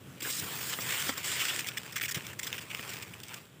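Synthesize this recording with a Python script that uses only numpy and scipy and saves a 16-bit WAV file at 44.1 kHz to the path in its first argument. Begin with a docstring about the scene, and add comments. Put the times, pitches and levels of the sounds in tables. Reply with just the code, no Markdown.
"""Long leaves of standing corn slide and scrape past the microphone as someone pushes through.
Their sound is stick-slip friction; a stalk knocks and rings in its damped modes.
A hand then grips an ear and peels its dry husk, which rips in short runs of fracturing fibres
and crinkles to rest. A faint low rumble lies under it all. The open field gives no echo,
only weak scattering from nearby leaves."""
import sys
import numpy as np
from scipy import signal
from scipy.fft import rfft, irfft, next_fast_len
from scipy.io import wavfile
from scipy.ndimage import uniform_filter1d, map_coordinates

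SR = 44100
rng = np.random.default_rng(int(sys.argv[2]) if len(sys.argv) > 2 else 0)


def to_wav(sig):
    """Store sig (one row per channel, or 1-D mono) as 16-bit WAV at the path in sys.argv[1].

    Samples outside -1..1 are clipped; the rate is SR.
    """
    pcm = np.clip(np.atleast_2d(sig), -1, 1) * 32767
    pcm = np.round(pcm).astype(np.int16)
    wavfile.write(sys.argv[1], SR, pcm.T)  # frames by channels


N = 158760

# spectrum of leaf rubbing as heard through the microphone, with its treble peaks
# (frequency [Hz], relative level [dB])
RUBBING_AT_MIC = [(300, -4), (660, -11), (1060, -1.5), (1800, -1), (2600, -2.5), (3350, 1), (4200, -5),
                  (5100, -5), (6200, -11), (7600, -3), (8700, -10), (10000, -19.5), (12300, -22.5),
                  (14000, -14), (15400, -6)]
# spectrum of husk tearing as heard through the microphone, with its treble peaks
# (frequency [Hz], relative level [dB])
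TEARING_AT_MIC = [(300, -14), (800, -18.5), (1250, -6), (1750, -0.5), (2600, -0.5), (3500, 1.5),
                  (4150, -13), (5300, -6.5), (6700, -11.5), (7800, -6), (8700, -12.5), (10300, -23),
                  (12300, -22), (14000, -13.5), (15400, -2.5)]
BAND_STARTS_HZ, TOP_HZ = (350, 1200, 4000, 10500), 15520  # bands: low, body, edge, fizz
TAPS = 1024
SLIPS_PER_S, SLIP_SPREAD_DB = 11000, 3.5


def amp(db):
    """Amplitude ratio of a level in decibels."""
    return 10 ** (np.asarray(db) / 20)


def unit(x):
    """Normalisation to rms 1."""
    return x / np.sqrt(np.mean(x ** 2) + 1e-20)


def curves(rows):
    """Linear interpolation of each column after the time, one value a sample."""
    times, *columns = np.transpose(rows)
    return [np.interp(np.arange(N) / SR, times, column) for column in columns]


def wobble(rate):
    """Smooth random modulation: a spline through rate knots a second."""
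    knots = rng.standard_normal(int(N * rate / SR) + 4)
    return map_coordinates(knots, [np.arange(N) * rate / SR])


def gains(spectrum, hz):
    """Magnitude response, interpolated on a logarithmic frequency axis."""
    points_hz, db = np.transpose(spectrum)
    return amp(np.interp(np.log(hz + 1), np.log(points_hz), db))


def add(track, start, sound):
    """Superposition of a sound on the track from start seconds on."""
    part = track[round(start * SR):][:len(sound)]
    part += sound[:len(part)]


def band_clicks(spectrum, order=8):
    """Minimum-phase impulse responses of a spectrum in the four bands, each of energy 1."""
    hz = np.fft.rfftfreq(TAPS, 1 / SR)
    highpasses = [1 - 1 / (1 + (hz / edge) ** order) for edge in BAND_STARTS_HZ]
    highpasses.append(np.clip((hz - TOP_HZ) / BAND_STARTS_HZ[0], 0, 1))
    clicks = []
    for lower, upper in zip(highpasses, highpasses[1:]):
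        magnitude = gains(spectrum, hz) * np.sqrt(np.abs(lower - upper * lower))
        cepstrum = irfft(np.log(np.maximum(magnitude, 1e-3)))
        cepstrum[1:TAPS // 2] *= 2  # folding the cepstrum makes the click causal
        cepstrum[TAPS // 2 + 1:] = 0
        click = irfft(np.exp(rfft(cepstrum)))
        clicks.append(click / np.linalg.norm(click))
    return clicks


def impulses(n, rate, spread_db):
    """Shot noise of rms 1: independent impulses of random sign and uneven size."""
    occurs = rng.random(n) < rate / SR
    size = amp(spread_db * np.clip(rng.standard_normal(n), -2, 2))
    return unit(occurs * rng.choice([-1, 1], n) * size)


def bending(x, depth_db):
    """Spectral modulation: the colour shifts from moment to moment as the leaves bend."""
    frames = signal.stft(x, nperseg=512)[2]
    patches = rng.standard_normal(frames.shape)
    for axis in (0, 1):
        patches = uniform_filter1d(patches, size=6, axis=axis)
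    return unit(signal.istft(frames * amp(depth_db * unit(patches)), nperseg=512)[1][:N])


def noise(spectrum):
    """White noise filtered to a spectrum, rms 1."""
    white = rfft(rng.standard_normal(N))
    return unit(irfft(white * gains(spectrum, np.fft.rfftfreq(N, 1 / SR)), N))


def rumble_and_hiss():
    """Amplitude-modulated low noise swells in soft handling thumps, under the field's steady hiss."""
    # envelope of the rumble (time [s], level [dB])
    envelope = [(0, -51.5), (.3, -50), (.9, -49), (1.7, -52.5), (2.3, -51.5), (3.25, -52), (3.45, -54.5),
                (3.6, -56.5)]
    # handling thumps (time [s], level [dB])
    bumps = [(.43, -43.5), (2.168, -41)]
    # spectrum of the rumble (frequency [Hz], relative level [dB])
    rumble_spectrum = [(20, -38), (38, -14), (55, -27), (80, -7), (120, 1), (160, -1), (220, -7),
                       (320, -10), (480, -13), (750, -21), (1500, -19.5), (4000, -33.5)]
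    # spectrum of the hiss (frequency [Hz], relative level [dB])
    hiss_spectrum = [(300, -4), (800, -13), (1800, -7), (3300, 1), (4500, -15), (6300, -17), (7550, -4),
                     (8600, -11), (9700, -21), (10400, -14), (11200, -23), (13000, -23), (15400, -10)]
    t, thump_s = np.arange(N) / SR, .013
    level_db, = curves(envelope)
    thumps = sum(amp(db) * np.exp(-((t - start - thump_s / 2) / thump_s) ** 2) for start, db in bumps)
    wavering = amp(level_db + 1.2 * wobble(rate=14))
    return (wavering + thumps) * noise(rumble_spectrum) + amp(-63.5) * noise(hiss_spectrum)


def crinkling():
    """Buckling: dry leaves and husk crease in clicks sparser and spikier than those of sliding."""
    # envelope of the crinkling (time [s], level [dB])
    envelope = [(0, -63.5), (.12, -60), (.2, -56.5), (1.55, -50), (1.66, -42), (1.74, -49), (1.87, -45.5),
                (1.91, -49), (2.05, -51.5), (2.19, -47), (2.23, -47.5), (2.295, -45.5), (2.36, -59),
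                (2.45, -44), (2.55, -46), (2.67, -52), (2.77, -44.5), (2.83, -43), (2.95, -43.5),
                (3.08, -52.5), (3.22, -55.5), (3.35, -46.5), (3.44, -59), (3.6, -73)]
    # spectrum of husk creasing as heard through the microphone, with its treble peaks
    # (frequency [Hz], relative level [dB])
    creasing_at_mic = [(300, -6), (650, -15), (1050, -7), (1400, -3.5), (1900, -5.5), (2550, -2.5),
                       (3300, -6), (4150, -9.5), (5200, -7.5), (6500, -13), (7700, -8), (8700, -12),
                       (10300, -22), (12300, -22), (14000, -12), (15400, -3)]
    level_db, = curves(envelope)
    creases = impulses(N, rate=2800, spread_db=5)
    bands = (amp(band_db) * bending(signal.fftconvolve(creases, click)[:N], depth_db=2)
             for band_db, click in zip((-6, 0, -4, -8), band_clicks(creasing_at_mic)))
    return amp(level_db) * sum(bands)


def husk_patch(x, depth_db=2.5, width_hz=572):
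    """An uneven frequency response: each patch of husk favours its own frequencies."""
    n_fft = next_fast_len(len(x) + TAPS)
    position = np.fft.rfftfreq(n_fft, 1 / SR) / width_hz
    ripple = map_coordinates(rng.standard_normal(128), [position], mode="mirror")
    return irfft(rfft(x, n_fft) * amp(depth_db * ripple), n_fft)[:len(x)]


def fibre_run(clicks, body_db, edge_db, ring_hz, length_s, release_s, fibres_per_s):
    """Impulse excitation: a run of breaking fibres drives a resonance of the sheet around them."""
    t, attack_s = np.arange(int((length_s + 6 * release_s) * SR)) / SR, .00045
    envelope = np.minimum(t / attack_s, 1) * np.exp(-np.maximum(t - length_s, 0) / release_s)
    breaks = husk_patch(envelope * impulses(SR // 8, fibres_per_s, spread_db=4.2)[:len(t)])
    low, body, edge, fizz = [unit(signal.fftconvolve(breaks, click)) for click in clicks]
    ring = unit(signal.lfilter(*signal.iirpeak(ring_hz, Q=3.7, fs=SR), body))
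    lower = unit(body + .8 * ring) + amp(-18) * low
    upper = unit(edge + amp(-5) * fizz)
    envelope_rms = np.sqrt(np.sum(envelope ** 2) / len(body))
    return envelope_rms * (amp(body_db) * lower + amp(edge_db) * upper)


def tearing():
    """Brittle fracture: a rip runs through many fibres in turn; a snap is over at once."""
    # rips of husk and catches of a leaf edge
    # (time [s], duration [s], body level [dB], edge level [dB], resonance [Hz])
    rips = [(.204, 0.0072, -42, -40.5, 2500), (0.301, 0.01, -40, -35, 3300), (.731, 0.0076, -35, -45, 3230),
            (.803, 0.021, -52, -39, 2500), (1.394, 0.02, -32.5, -35, 2310),
            (1.415, 0.011, -32.5, -37, 2430), (1.45, 0.0055, -34, -31.5, 2300),
            (1.482, 0.022, -32, -39, 2650), (1.589, 0.01, -48, -37, 2300),
            (1.668, 0.025, -42.5, -37.5, 2360), (1.77, .011, -32.5, -36, 1880),
            (1.923, 0.01, -47, -43, 2000), (1.957, 0.017, -33, -34.5, 1780), (1.978, .01, -38, -39, 1860),
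            (2.011, 0.0095, -31.5, -36, 1850), (2.028, 0.012, -35, -37, 2300),
            (2.043, 0.0093, -35, -40, 2120), (2.055, 0.0073, -36, -36, 2220),
            (2.084, 0.016, -37.5, -36.5, 1940), (2.11, 0.013, -39.5, -33.5, 2190),
            (2.144, 0.0065, -34.5, -31.5, 1900), (2.152, 0.0081, -36, -35, 1850),
            (2.162, 0.018, -41, -43.5, 2010), (2.329, 0.0085, -45, -48.5, 1760),
            (2.391, 0.0085, -36.5, -34.5, 2120), (2.43, 0.0044, -36.5, -34, 2400),
            (2.436, 0.013, -44, -39.5, 3200), (2.468, 0.011, -35.5, -35.5, 3300),
            (2.535, .018, -40.5, -48, 2800), (2.579, 0.013, -39, -43, 2460),
            (2.61, 0.021, -47, -47.5, 2470), (2.7, 0.02, -39.5, -47.5, 2560),
            (2.892, 0.014, -47, -41.5, 2700), (2.934, 0.0053, -42, -38.5, 2600),
            (3.023, 0.0085, -42, -41, 2680), (3.136, 0.0057, -42, -48, 2500),
            (3.233, 0.007, -45.5, -42, 2480), (3.34, 0.0054, -41.5, -38.5, 2900)]
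    # snaps of a rib or fibre (time [s], body level [dB], edge level [dB], resonance [Hz])
    snaps = [(.907, -27, -29, 2800), (1.024, -29, -28, 2600), (1.179, -35, -28.5, 3600),
             (1.467, -41, -40, 2600), (1.562, -27, -27, 3000), (1.5919, -24.5, -28, 2520),
             (1.607, -39, -30, 2200), (1.644, -34, -38, 2600), (1.687, -28, -29, 2720),
             (1.717, -36, -52, 2400), (1.782, -40, -27.5, 2030), (1.998, -31, -38, 1900),
             (2.036, -26, -34, 2420), (2.081, -30.5, -36, 2400), (2.2072, -35, -51, 2200),
             (2.267, -33.5, -32, 3220), (2.528, -24.5, -29.5, 2720), (2.7475, -25.5, -31.5, 2550),
             (2.79, -50, -50, 2400), (2.794, -32.5, -40, 2580), (3.2015, -43, -40, 2400),
             (2.968, -38, -37, 2700), (3.283, -47, -40, 2600), (3.454, -56, -51, 2600)]
    out, clicks = np.zeros(N), band_clicks(TEARING_AT_MIC)
    for start, length_s, *colour in rips:
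        add(out, start, fibre_run(clicks, *colour, length_s, release_s=.002, fibres_per_s=4200))
    for start, *colour in snaps:
        add(out, start, fibre_run(clicks, *colour, length_s=.00093, release_s=.0011, fibres_per_s=8400))
    return out


def among_plants(x, t60_s=.06):
    """Scattering from nearby leaves adds a weak, very short tail to the direct sound."""
    t = np.arange(SR // 10) / SR
    tail = rng.standard_normal(len(t)) * amp(-60 * t / t60_s)
    return x + amp(-17) * signal.fftconvolve(x, tail / np.linalg.norm(tail))[:N]


def sliding_leaves():
    """Stick-slip friction: three rough leaves pass in turn, each slipping thousands of times a second."""
    # band envelopes, one list a leaf
    # (time [s], low level [dB], body level [dB], edge level [dB], fizz level [dB])
    strokes = [
        [(0.222, -60, -35, -41, -39), (0.23, -42, -43, -37, -41), (0.24, -62, -45, -43, -44),
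         (0.26, -44, -40.5, -39.5, -40), (0.304, -47, -38, -36.5, -43), (0.326, -73, -45, -33.5, -45),
         (0.338, -55, -41.5, -38, -44), (0.402, -63, -42.5, -35, -39), (0.415, -54, -46, -44, -50)],
        [(0.415, -52, -40.5, -44.5, -41.5), (0.475, -44, -42.5, -45.5, -43.5), (0.685, -53, -40.5, -39, -40.5),
         (0.739, -38, -34, -36.5, -43), (0.759, -52.5, -46, -46.5, -43), (0.923, -43.5, -32.5, -36.5, -39.5),
         (1.077, -48, -37.5, -38.5, -41), (1.093, -43, -35.5, -32.5, -41), (1.125, -51, -41, -48, -49)],
        [(1.125, -57, -39, -41, -50), (1.153, -67, -49, -51, -54), (1.177, -42.5, -39.5, -40.5, -47),
         (1.229, -58, -44, -46.5, -49), (1.249, -44.5, -34.5, -35.5, -41.5), (1.503, -47, -35, -36.5, -43.5),
         (1.525, -42, -36, -39.5, -44), (1.601, -49.5, -37.5, -38.5, -51), (1.635, -70, -49, -52, -57)],
    ]
    # spectrum of the first brush as heard through the microphone, with its treble peaks
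    # (frequency [Hz], relative level [dB])
    first_brush_at_mic = [(300, 5), (700, -9), (1200, -2.5), (1600, -2), (2200, -0.5), (3000, 1),
                          (3900, 1.5), (4400, -8), (5000, -0.5), (6100, -8), (7000, -4), (7600, 1),
                          (8700, -4), (9700, -12.5), (12300, -17), (14000, -5), (15400, 0)]
    t, out = np.arange(N) / SR, np.zeros(N)
    fade_s, flutter_db = .006, 1
    for stroke, spectrum in zip(strokes, (first_brush_at_mic, RUBBING_AT_MIC, RUBBING_AT_MIC)):
        start, end = stroke[0][0], stroke[-1][0]
        contact = np.sqrt(np.clip(np.minimum(t - start, end - t) / fade_s + .5, 0, 1))
        slips = impulses(N, SLIPS_PER_S, SLIP_SPREAD_DB)
        friction = bending(slips * amp(flutter_db * wobble(rate=160)), depth_db=2)
        out += contact * sum(amp(db) * signal.oaconvolve(friction, click)[:N]
                             for db, click in zip(curves(stroke), band_clicks(spectrum)))
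    return out


def scrape(start_s=.248, length_s=.03, ring_hz=1620):
    """Forced vibration: friction briefly drives one resonance of a stiff leaf."""
    swell = np.exp(-(2 * (np.arange(N) / SR - start_s) / length_s - 1) ** 4)
    slips = impulses(N, SLIPS_PER_S, SLIP_SPREAD_DB)
    ring = unit(signal.lfilter(*signal.iirpeak(ring_hz, Q=6.4, fs=SR), slips))
    return amp(-39) * swell * ring


def knocks():
    """Damped free vibration: a stalk bumps the camera, rasps and rings in its modes."""
    # impacts of stalks and leaves (time [s], relative level [dB])
    impacts = [(.788, -37), (1.0928, -29), (1.0964, -35), (2.7935, -41)]
    # modes of a stalk (frequency [Hz], relative level [dB], 60 dB decay time [s])
    modes = [(263, -2, 0.06), (542, -9, 0.053), (674, -5, .04), (1310, 2.5, 0.022), (1880, 6.5, .014),
             (2120, 5, 0.016), (3390, 0.5, .025)]
    out, t = np.zeros(N), np.arange(SR // 10) / SR
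    low_click, rasp_t60_s = band_clicks(RUBBING_AT_MIC)[0], .067
    for start, db in impacts:
        ring = np.zeros(len(t))
        for hz, mode_db, t60 in modes:
            decay = amp(mode_db + rng.normal(0, 1.4) - 60 * t / t60)
            detuned_hz = hz * (1 + rng.normal(0, .033))
            ring += decay * np.sin(2 * np.pi * detuned_hz * t) * rng.choice([-1, 1])
        burst = rng.standard_normal(len(t)) * amp(-9 - 60 * t / rasp_t60_s)
        rasp = signal.fftconvolve(burst, low_click)[:len(t)]
        add(out, start, amp(db) * (ring + rasp))
    return out


def peeling(middle_s=2.038, length_s=.055):
    """High-frequency shot noise: a thin sizzle as the long strip of husk comes away."""
    swell = np.exp(-(2 * (np.arange(N) / SR - middle_s) / length_s) ** 4)
    slips = impulses(N, SLIPS_PER_S, SLIP_SPREAD_DB)
    fizz_click = band_clicks(TEARING_AT_MIC)[-1]
    return amp(-39) * swell * signal.fftconvolve(slips, fizz_click)[:N]


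def scene():
    """Superposition of all the sources, close to one microphone."""
    rustle = sliding_leaves() + scrape() + crinkling() + peeling()
    return (rustle + among_plants(tearing() + knocks()) + rumble_and_hiss())[None]


def record(dry):
    """The microphone as a linear filter: bass roll-off, a narrow treble notch and a steep band limit."""
    bass_cut_hz, notch_hz, notch_width_hz = 54.6, 7890, 57
    n_fft = next_fast_len(N + SR // 2)
    hz = np.fft.rfftfreq(n_fft, 1 / SR)
    thinned = signal.sosfilt(signal.butter(4, bass_cut_hz, "high", fs=SR, output="sos"), dry)
    notch = 1 - .69 * np.exp(-((hz - notch_hz) / notch_width_hz) ** 2)
    band_limit = np.clip((TOP_HZ - hz) / 120 + .5, 0, 1)
    return irfft(rfft(thinned, n_fft) * notch * band_limit, n_fft)[..., :N]


dry = scene()
out = record(dry)
to_wav(out)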